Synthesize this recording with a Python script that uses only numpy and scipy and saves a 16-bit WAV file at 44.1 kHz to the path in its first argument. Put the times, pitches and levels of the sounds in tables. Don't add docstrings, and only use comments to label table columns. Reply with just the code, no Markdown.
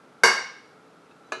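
import sys
import numpy as np
from scipy import signal
from scipy.fft import rfft, irfft
from scipy.io import wavfile
from scipy.ndimage import uniform_filter1d, minimum_filter1d

SR = 44100
rng = np.random.default_rng(int(sys.argv[2]) if len(sys.argv) > 2 else 0)


def pcm_store(signal):
    levels = np.round(np.clip(np.atleast_2d(signal), -1, 1) * 32767)
    wavfile.write(sys.argv[1], SR, levels.astype(np.int16).T)


N = 61739


def dish(room):
    # start in seconds, relative level in dB, contact time in milliseconds.
    contacts = [(0.2348, -3, 0.75), (0.2359, 0.5, 0.042), (0.237, -5, 0.037), (0.258, -9, 0.069),
                (0.272, -9.5, 0.23)]
    # frequency in Hz, relative level in dB, time to decay by 60 dB in seconds.
    ringing_modes = [(370, -33, .38), (458, -22.5, .27), (980, -28, .34), (1082, -23, .5), (1588, -21, .48),
                     (1620, -17.5, .54), (1813, -27, .45), (2168, -22, .36), (2195, -19.5, .53),
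                     (2205, -26, .57), (2858, -27.5, .53), (3685, -31, .56), (4624, -19, .36),
                     (4626, -35, .7), (5365, -25.5, .39), (5678, -27, .56), (6222, -28.5, .33),
                     (6821, -35, .36), (7273, -37, .41), (7899, -35, .35), (8108, -35, .43),
                     (8759, -46, .42), (9819, -41, .33), (10950, -36, .33), (11250, -39, .32)]
    clack_modes = [(369.4, -29, 0.37), (530, -20.5, 0.034), (1102, -9.5, 0.052), (1307, -18.5, .08),
                   (1564, -4, 0.063), (2060, -12.5, .07)]
    # frequency in Hz, relative spectral density in dB.
    body_spectrum = [(40, -36), (90, -41), (135, -18.5), (185, -21.5), (240, -9), (305, -18), (450, -3.5),
                     (680, -7), (1050, 1.5), (1380, -5.5), (1600, 2.5), (1950, -8.5), (2170, 0.5),
                     (2450, -17.5), (2850, -12.5), (3200, -22), (4500, -13.5), (5600, -10.5), (7000, -17),
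                     (9000, -23), (10400, -29), (11200, -23.5), (12000, -41.5)]
    snap_spectrum = [(500, -45), (3200, -12), (5500, 0.5), (7500, -2), (11500, -5.5)]
    chatter = 0
    for start, db, contact_ms in contacts:
        body = undb(12) * contact_noise(body_spectrum, t60=.05)
        snap = undb(-1.5) * contact_noise(snap_spectrum, t60=.02)
        chatter += undb(db) * delay(soften(body + snap, contact_ms), start)
    tone = undb(.8) * ring(ringing_modes) + ring(clack_modes)
    reverberation = undb(16.3) * unit_energy(colour(room, body_spectrum))
    return chatter + delay(tone + reverberation, seconds=.2345)


def bowl(room):
    # frequency of a mode in Hz, relative level in dB, time to decay by 60 dB in seconds.
    modes = [(369, -36, .34), (456, -38, .38), (644, -34, .21), (940, -38, .13), (1008, -37, .14),
             (1184, -35, .2), (1287, -35, .24), (1695, -26, .16), (2129, -42, .27), (2456, -31, .16),
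             (2708, -44, .2), (2930, -45, .45), (3725, -54, .5), (4002, -40.5, .31), (4678, -48, .43),
             (5722, -46, .13), (6072, -43, .1), (6245, -44, .11), (7270, -55, .19), (8753, -55, .15),
             (9950, -60, .16)]
    # frequency in Hz, relative spectral density in dB.
    spectrum = [(40, -38), (100, -21), (200, -8.5), (380, -6.5), (800, -7.5), (1250, -1.5), (1680, -4.5),
                (1950, -19), (2480, -7), (2950, -16.5), (3400, -23.5), (4100, -9), (5100, -28),
                (6200, -15.5), (8500, -31), (12000, -38)]
    knock = undb(-1.5) * contact_noise(spectrum, t60=.057)
    tone = undb(-1) * ring(modes)
    reverberation = undb(-6.5) * unit_energy(colour(room, spectrum))
    return delay(knock + tone + reverberation, seconds=1.3208)


def fork():
    # frequency in Hz, relative spectral density in dB.
    scuff_spectrum = [(200, -18), (1500, 13), (2600, -8), (4400, 0), (6000, -17), (12000, -29)]
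    # start in seconds, frequency in Hz, level in dB, time to decay by 60 dB in seconds.
    ticks = [(1.112, 2630, -52, 0.058), (1.112, 3750, -59, 0.055), (1.243, 3950, -65, 0.29),
             (1.268, 6020, -68, .15)]
    scuff = undb(-31) * delay(contact_noise(scuff_spectrum, t60=.067), seconds=1.109)
    return scuff + sum(delay(ring([(hz, db, t60)]), start) for start, hz, db, t60 in ticks)


def ring(modes, attack_s=.0007, flutter_s=.016):
    t = clock()
    echo_share = .45 * (1 - np.exp(-t / flutter_s))
    direct_share = np.sqrt(1 - echo_share ** 2)
    tone = 0
    for hz, db, t60 in modes:
        echoes = (waver(flutter_s) + 1j * waver(flutter_s)) / np.sqrt(2)
        phasor = np.exp(2j * np.pi * (hz * t + rng.random()))
        tone += undb(db) * decay(t60) * np.imag(phasor * (direct_share + echo_share * echoes))
    return tone * (1 - np.exp(-t / attack_s))


def contact_noise(spectrum, t60):
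    return unit_energy(colour(rng.standard_normal(N) * decay(t60), spectrum))


def soften(x, contact_ms):
    cutoff_hz = min(1000 / contact_ms, .45 * SR)
    return signal.sosfilt(signal.butter(4, cutoff_hz, fs=SR, output="sos"), x)


def kitchen(bands=9, build_s=.005):
    # frequency in Hz, reverberation time (60 dB of decay) in seconds.
    decay_times = [(120, 0.32), (400, .47), (1200, 0.48), (3000, 0.69), (6000, 0.55), (11000, 0.11)]
    noise_spectrum = rfft(rng.standard_normal(N))
    hz = np.fft.rfftfreq(N, 1 / SR)
    centres = np.geomspace(80, 14000, bands)
    tail = 0
    for centre, weights in zip(centres, np.eye(bands)):
        triangular_band = lookup(hz, list(zip(centres, weights)))
        tail += irfft(noise_spectrum * triangular_band, N) * decay(lookup(centre, decay_times))
    onset = 1 - np.exp(-clock() / build_s)
    return unit_energy(delay(tail * onset, seconds=.004))


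def appliance(waver_s=.13):
    # frequency in Hz, relative spectral density in dB.
    fan_spectrum = [(18, -61), (30, -46), (74, -26), (165, -7), (217, -11), (259, -5.5), (350, -10),
                    (428, -7.5), (689, -13.5), (761, -11), (1050, -16.5), (1360, -10.5), (1790, -22),
                    (2670, -25.5), (2870, -27.5), (3790, -28.5), (12000, -42), (15600, -64), (22000, -120)]
    # frequency in Hz, RMS level in dB before the wavering.
    hum_lines = [(274.5, -75.5), (430.7, -64), (1340, -69)]
    fan = colour(rng.standard_normal(N), fan_spectrum)
    hum = 0
    for hz, db in hum_lines:
        line = np.sqrt(2) * np.sin(2 * np.pi * hz * clock() + waver(waver_s))
        hum += undb(db) * line * (1 + .31 * waver(waver_s))
    return undb(-54) * fan / fan.std() + hum


def waver(seconds):
    size = int(seconds * SR)
    motion = uniform_filter1d(rng.standard_normal(N), size, mode="wrap")
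    motion = uniform_filter1d(motion, size, mode="wrap")
    return motion / motion.std()


def colour(x, spectrum, size=4096):
    magnitude = undb(lookup(np.fft.rfftfreq(size, 1 / SR), spectrum))
    cepstrum = irfft(np.log(magnitude))
    cepstrum[1:size // 2] *= 2
    cepstrum[size // 2 + 1:] = 0
    response = irfft(np.exp(rfft(cepstrum)))
    return signal.fftconvolve(x, response)[:N]


def lookup(hz, points):
    frequencies, values = np.array(points).T
    return np.interp(np.log(np.maximum(hz, 1)), np.log(frequencies), values)


def decay(t60):
    return np.exp(-np.log(1000) * clock() / t60)


def delay(x, seconds):
    return np.concatenate([np.zeros(int(seconds * SR)), x])[:N]


def unit_energy(x):
    return x / np.sqrt(np.sum(x ** 2))


def undb(db):
    return 10 ** (np.asarray(db) / 20)


def clock():
    return np.arange(N) / SR


def scene():
    return (dish(kitchen()) + fork() + bowl(kitchen()) + appliance())[None]


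def record(dry, ceiling=.95, limiter_s=.0015, bass_hz=30, top_hz=11700):
    size = int(limiter_s * SR)
    needed_gain = ceiling / np.maximum(np.abs(dry), ceiling)
    gain = uniform_filter1d(minimum_filter1d(needed_gain, size), size)
    high_pass = signal.butter(1, bass_hz, "high", fs=SR, output="sos")
    low_pass = signal.ellip(8, .2, 80, top_hz, fs=SR, output="sos")
    return signal.sosfilt(low_pass, signal.sosfilt(high_pass, dry * gain))


dry = scene()
out = record(dry)
pcm_store(out)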